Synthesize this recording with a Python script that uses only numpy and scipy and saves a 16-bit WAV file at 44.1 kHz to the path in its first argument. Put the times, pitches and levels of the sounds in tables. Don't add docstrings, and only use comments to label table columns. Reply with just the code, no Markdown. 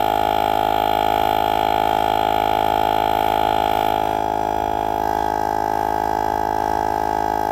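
import sys
import numpy as np
from scipy import signal
from scipy.fft import rfft, irfft, next_fast_len
from scipy.io import wavfile
from scipy.ndimage import uniform_filter1d

SR = 44100
rng = np.random.default_rng(int(sys.argv[2]) if len(sys.argv) > 2 else 0)


def master_out(mix):
    frames = np.transpose(np.atleast_2d(mix))
    ceiling = np.clip(frames, -1, 1)
    pcm = np.round(ceiling * 32767).astype(np.int16)
    wavfile.write(sys.argv[1], SR, pcm)


def invert_db(x):
    u = np.asarray(x, float) / 20
    return 10 ** u


N = 331191
LONG = next_fast_len(N)
HZ = np.fft.rfftfreq(LONG, 1 / SR)

# time_s, strokes_per_s
CRANK_SPEED = [(0.0, 52.769), (0.38, 52.903), (0.58, 52.781), (1.89, 53.332), (2.42, 52.995),
               (3.04, 53.475), (3.96, 52.965), (4.49, 52.996), (5.39, 52.865), (6.3, 53.125),
               (6.87, 53.125), (7.51, 52.796)]
FIRST_TURN = -.367
STROKE_SAMPLES = 1024
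FREE_STROKES_PER_S, DB_PER_STROKE_PER_S = 53.02, 0.6
# time_s, hand_state (0 away, 1 shading, 2 gripping)
HAND = [
    (0, 0.19),
    (3.9, 0.33),
    (4.06, 0.67),
    (4.25, 1.32),
    (4.6, 1.18),
    (4.97, 1.35),
    (5.12, 2.21),
    (7.6, 2.18),
]
# hand_state, thump_db, rattle_db, tick_db, hiss_db
HAND_GAIN = [(.3, -18, -33.5, -48, -43), (0.721, -20, -38.5, -49.5, -46.5), (1.2, -20.5, -42.5, -50, -53.5),
             (1.35, -20.5, -43.5, -51, -49.5), (2.15, -19.5, -46.5, -46.5, -49)]
# thump_db, rattle_db, tick_db, hiss_db
SQUEEZE_LIFT = (0.4, 1.1, 0, -2)
SQUEEZE_S, SQUEEZE_WIDTH_S = 5.21, 0.082
SQUEEZE_HZ, SQUEEZE_RING_HZ, SQUEEZE_RING_DB = 3330, 260, -45.5
# thump_db, rattle_db, tick_db, hiss_db
SWAY = (.15, .4, 0.602, 1.2)
# crank_multiple, away_db, shading_db, gripping_db
LOW_ORDERS = [(1, -13, -11.5, -13), (2, -13.5, -12, -14.5), (3, -18, -17, -19), (4, -15.5, -13, -15.5),
              (5, -10.5, -9.5, -11.5), (6, -9, -6, -8), (7, -9, -6.5, -8), (8, -6.5, -5, -6.5),
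              (9, -12, -12.5, -16), (10, -18.5, -14.5, -18), (11, -10, -8, -12), (12, -4, -6.5, -10.5),
              (13, 1.5, 1.5, -2.5), (14, 2, 1.5, -2.5), (15, 2, -1, -1), (16, 3.5, 3, 2.5),
              (17, -6.5, -4.5, -3), (18, -17, -10.5, -10)]
TOP_ORDER = 37
# centre_multiple, half_width_multiples, level_db
PANEL_HUMPS = [
    [(20, .6, -22.5), (22.78, .9, -16.5), (24.43, .9, -12), (26.62, 1.4, -11.5), (31.2, 1.5, -25),
     (32.8, .8, -18), (36.7, 1.1, -26.5)],
    [(18.8, 1.1, -17.5), (24.74, 1.3, -19), (27, .6, -14.5), (30.74, 2.5, -19), (37, .8, -34)],
    [(18.98, .9, -17.5), (21, .6, -22), (24.05, .95, -18), (28.05, 1.1, -19), (30.78, 1.6, -15),
     (37, .8, -24.5)],
]
MODE_GLIDES = [
    [(6.13, 0.19, .02), (15.63, 0.14, .17), (25.1, 5.5, .1), (31.2, 3.1, .3)],
    [(6, 0.2, .02), (15.7, 0.5, .18), (24.75, -1, .2), (31.26, 2.5, .22)],
    [(6, -0.4, .02), (15.75, 1.1, .17), (26.8, -0.5, .1), (32.7, 4, .2)],
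]
# freq_hz, density_db_per_hz
CASE_COLOUR = [
    [(1180, -41), (2000, -10.5), (2220, 4.5), (2560, -2.5), (3250, 5), (4160, -16), (4410, -20.5),
     (5510, -15.5), (6590, -17), (7810, -14), (9910, -23.5), (12300, -28), (13900, -9), (15300, -16)],
    [(1180, -55), (2000, 3.5), (2640, 0.5), (2880, 0), (3360, -1), (3800, -10.5), (6070, -17.5),
     (6970, -17), (7600, -9), (10400, -34), (15900, -19)],
    [(1180, -24), (2000, 6.5), (2070, -7), (2480, -3.5), (3390, -4), (3770, -6), (4110, -13), (4560, -13.5),
     (4760, -12), (5610, -0.5), (6850, -12.5), (11500, -23), (13600, -8), (15900, -16)],
]
# freq_hz, width_hz, level_db
FREE_MODES = [(2316, 82, 0.5), (2790, 110, -3.5), (3233, 61, 4), (3550, 60, -2), (4090, 106, -5),
              (4834, 51, -15), (5420, 200, -14.5), (7470, 58, -16.5), (7950, 86, -13.5), (8280, 92, -20),
              (10800, 120, -24), (11440, 140, -21), (13440, 330, -11.5), (14100, 1500, -17)]
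# freq_hz, width_hz, level_db
SHADED_MODES = [(2296, 70, -1), (2374, 38, 6.5), (2580, 25, 0.5), (3275, 41, 7), (3530, 22, 2.5),
                (3980, 72, -4.5), (4990, 80, -8), (5530, 40, -15), (5850, 65, -5.5), (7600, 290, -21),
                (10940, 280, -25.5), (11800, 130, -23), (12400, 90, -20), (13300, 170, -13)]
# freq_hz, width_hz, level_db
GRIPPED_MODES = [(2310, 28, 1.5), (2800, 180, -4.5), (3300, 48, 1.5), (4110, 70, -2), (4905, 72, -5),
                 (5530, 180, -6), (6390, 120, -15), (7280, 140, -11.5), (8200, 500, -15), (10400, 190, -14),
                 (10980, 190, -14.5), (12550, 450, -9), (13600, 550, -9), (14000, 74, -12)]
# freq_hz, width_hz, depth_db
ECHO_DIPS = [(6080, 110, 3), (6800, 150, 4), (8700, 240, 12), (9600, 130, 3), (10240, 170, 11),
             (12880, 180, 6), (13700, 120, 0)]
BAND_EDGES_HZ = 1990, 2900, 4300, 9500, 17000
KNOCKS = [(-.29, .7), (-.11, 1.3), (.04, 1.2), (.13, 1.1), (.27, .9)]
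KNOCK_FALL_TURNS = .045
# freq_hz, level_db
FRESH_RATTLE = [(1900, -13.5), (3800, -12), (6000, -7), (10000, -3.5), (14000, .5)]
# freq_hz, density_db_per_hz
WASH_SPECTRA = [
    [(30, -80), (62, -80), (85, -77), (130, -80), (240, -79), (520, -77.5), (720, -70), (860, -71),
     (1050, -78.5), (1400, -79), (1900, -83.5), (3200, -91), (4400, -99), (14000, -99)],
    [(30, -84), (62, -73), (85, -81), (130, -80.5), (240, -79), (520, -79.5), (720, -74.5), (860, -70),
     (1050, -77.5), (1400, -84.5), (1900, -88.5), (3200, -91.5), (4400, -99), (14000, -101)],
]
# freq_hz, level_db, wander_db
ENGINE_ORDERS = [(35.2, -70, -6), (59.5, -66, 5), (71.7, -46.5, 3.5), (69.5, -63, 20), (86, -54, 2),
                 (96, -71, 2), (120, -68.5, 10)]
# freq_hz, floor_db
BAND_FLOOR = [(3000, -75), (4400, -61), (7000, -64), (9000, -63.5), (14500, -64.5), (15800, -63)]
# loudness_db, edge_hz
TOP_EDGE = [(-21.2, 15950), (-20, 15100)]


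def crank():
    steady = FIRST_TURN + np.cumsum(curve(CRANK_SPEED)) / SR
    return steady + 0.001 * drift(8) + 0.00076 * drift(30)


def thump(turns, slower=0.53, ring=0.39):
    layers = []
    for state, glides in enumerate(MODE_GLIDES):
        k, db = orders(state)
        modes = np.array(glides)
        nearest = abs(k[:, None] - modes[:, 0]).argmin(1)
        centre, lead, glide = modes[nearest].T
        phase = np.pi + lead - glide * np.where(k < centre, slower, 1) * (k - centre) ** 2
        phase += 4.7 * np.clip((3 - k) / 2, 0, 1)
        db = np.maximum(db, -32)
        log_gain = np.log(invert_db(db))
        phase += ring * causal(log_gain - uniform_filter1d(log_gain, size=3))
        layers.append(play(np.append(0, invert_db(db) * np.exp(1j * phase)), turns))
    return level(axis=1) * invert_db(0.042 * drift(25)) * blend(layers)


def orders(state):
    k = np.arange(1, TOP_ORDER + 1)
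    centre, width, top_db = np.array(PANEL_HUMPS[state]).T
    high = k[len(LOW_ORDERS):, None]
    humps = (top_db - 6 * ((high - centre) / width) ** 2).max(1)
    return k, np.append(np.array(LOW_ORDERS)[:, state + 1], humps)


def rattle(turns):
    cases = [case(state) for state in range(3)]
    low = chatter(turns, order=0, peak=-.1, rise=.19, fall=.27, edge=1.9, rest=.22, rebound=0.12, knock=3.5)
    high = chatter(turns, order=1, peak=-0.018, rise=0.19, fall=.24, edge=1.63, rest=0.19,
                   rebound=0.21, knock=1.9)
    ticks = chatter(turns, order=2, peak=0.053, rise=.2, fall=0.16, edge=1.32, rest=0.15,
                    rebound=0.059, knock=0.68)
    hiss = chatter(turns, order=3, peak=.04, rise=.15, fall=.11, edge=1.3, rest=0.16, rebound=.05, knock=0.32)
    panel = evened(irfft(high / (1 + 2j * (HZ - SQUEEZE_HZ) / SQUEEZE_RING_HZ) ** 2, LONG)[:N])
    total = invert_db(SQUEEZE_RING_DB) * squeeze() * panel
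    for axis, drive in enumerate((low + high, ticks, hiss), 2):
        through_case = [evened(irfft(drive * response, LONG)[:N]) for response in cases]
        total = total + level(axis) * blend(through_case)
    return total


def chatter(turns, order, **timing):
    lo, hi = BAND_EDGES_HZ[order:order + 2]
    shape = burst(np.arange(STROKE_SAMPLES) / STROKE_SAMPLES, **timing)
    change_rad = 0.23 * drift(2.5)
    order_hz = np.arange(STROKE_SAMPLES // 2 + 1) * FREE_STROKES_PER_S
    band = (order_hz > lo) & (order_hz <= hi)
    same = np.cos(change_rad) * play(pattern(shape, band), turns)
    same += np.sin(change_rad) * play(pattern(shape, band), turns)
    new = rng.standard_normal(N) * burst(turns, **timing) * invert_db(0.79 * drift(60))
    share = invert_db(read(FRESH_RATTLE, HZ))
    drive = (rfft(evened(same), LONG) + share * rfft(evened(new), LONG)) / np.sqrt(1 + share ** 2)
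    return drive * ((HZ > lo) & (HZ <= hi))


def burst(turns, peak, rise, fall, edge, rest, rebound, knock):
    u = (turns - peak + .5) % 1 - .5
    swell = np.exp(-(abs(u) / np.where(u < 0, rise, fall)) ** edge)
    swell = swell + rebound * np.exp(-((u - .3) / 0.066) ** 2)
    knocks = sum(a * np.exp(-((turns - at) % 1) / KNOCK_FALL_TURNS) for at, a in KNOCKS)
    return rest + swell * (1 + knock * knocks)


def pattern(shape, band):
    z = rfft(rng.standard_normal(STROKE_SAMPLES) * shape)
    for _ in range(30):
        x = irfft(band * z / abs(z))
        local_rms = np.sqrt(uniform_filter1d(x ** 2, size=24, mode="wrap") + 1e-12)
        z = np.where(band, rfft(x * shape / local_rms), z)
    return z / abs(z)


def case(state, broad_db=-6, damping=0.021):
    grid = np.fft.rfftfreq(8192, 1 / SR)
    power = invert_db(read(CASE_COLOUR[state], grid) + broad_db) ** 2
    for f, w, db in (FREE_MODES, SHADED_MODES, GRIPPED_MODES)[state]:
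        width_hz = np.maximum(w, damping * f + 25)
        power += invert_db(db) ** 2 / (1 + (2 * (grid - f) / width_hz) ** 2) ** 2
    power *= invert_db(-2 * sum(db / (1 + (2 * (grid - f) / w) ** 2) for f, w, db in ECHO_DIPS))
    log_gain = np.log(power) / 2
    return np.exp(np.interp(HZ, grid, log_gain) + 1j * np.interp(HZ, grid, causal(log_gain)))


def squeeze():
    return np.exp(-((np.arange(N) / SR - SQUEEZE_S) / SQUEEZE_WIDTH_S) ** 2)


def level(axis):
    table = np.array(HAND_GAIN)
    db = np.interp(curve(HAND), table[:, 0], table[:, axis])
    db = db + DB_PER_STROKE_PER_S * (curve(CRANK_SPEED) - FREE_STROKES_PER_S)
    return invert_db(db + SQUEEZE_LIFT[axis - 1] * squeeze() + SWAY[axis - 1] * drift(2.5))


def blend(layers):
    state = curve(HAND) * (len(layers) - 1) / 2
    return sum(x * np.sin(np.pi / 2 * np.clip(1 - abs(state - k), 0, 1)) ** 2.054
               for k, x in enumerate(layers))


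def wash(turns, throb=0.024):
    swell = 1 + throb * np.cos(2 * np.pi * turns)
    white = rfft(rng.standard_normal(N) * swell * invert_db(2.1 * drift(3.6)), LONG)
    return blend([irfft(white * invert_db(read(w, HZ) + 47.0), LONG)[:N] for w in WASH_SPECTRA])


def engine():
    t = np.arange(N) / SR
    total = np.zeros(N)
    for hz, db, wander_db in ENGINE_ORDERS:
        gain = np.sqrt(2) * invert_db(db + wander_db * np.tanh(drift(2.2)))
        total += gain * np.sin(2 * np.pi * hz * t + 1.2 * drift(1.3))
    return total


def play(spectrum, turns):
    fine = irfft(spectrum, 8 * STROKE_SAMPLES)
    return evened(np.interp(turns % 1, np.arange(len(fine)) / len(fine), fine, period=1))


def causal(log_gain):
    return -signal.hilbert(np.append(log_gain, log_gain[-2:0:-1])).imag[:len(log_gain)]


def evened(x):
    return x / np.sqrt(np.mean(x ** 2) + 1e-20)


def curve(rows, axis=1):
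    rows = np.array(rows, float)
    return np.interp(np.arange(N) / SR, rows[:, 0], rows[:, axis])


def read(points, hz):
    f, value = np.transpose(points)
    return np.interp(np.log(hz + 1), np.log(f + 1), value)


def drift(top_hz):
    return evened(irfft(rfft(rng.standard_normal(LONG)) * (HZ < top_hz), LONG)[:N])


def scene():
    turns = crank()
    return (thump(turns) + rattle(turns) + wash(turns) + engine())[None]


def band_limit(x):
    return signal.sosfilt(signal.butter(12, 16030, fs=SR, output="sos"), x)


def record(dry):
    hz, _, z = signal.stft(dry[0], SR, nperseg=2048, noverlap=1536)
    power = abs(z[:1024]) ** 2
    total = power.sum(0)
    bands = uniform_filter1d(power.reshape(128, 8, -1).mean(1), size=3).repeat(8, axis=0)
    z[:1024] *= bands > invert_db(2 * read(BAND_FLOOR, hz[:1024]))[:, None] * total
    loud_db = 10 * np.log10(uniform_filter1d(total, size=15))
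    ragged_hz = 220 * evened(uniform_filter1d(rng.standard_normal(len(loud_db)), size=3))
    z *= hz[:, None] < np.interp(loud_db, *np.transpose(TOP_EDGE)) + ragged_hz
    mix = signal.istft(z, SR, nperseg=2048, noverlap=1536)[1][None, :N]
    return band_limit(mix)


dry = scene()
out = record(dry)
master_out(out)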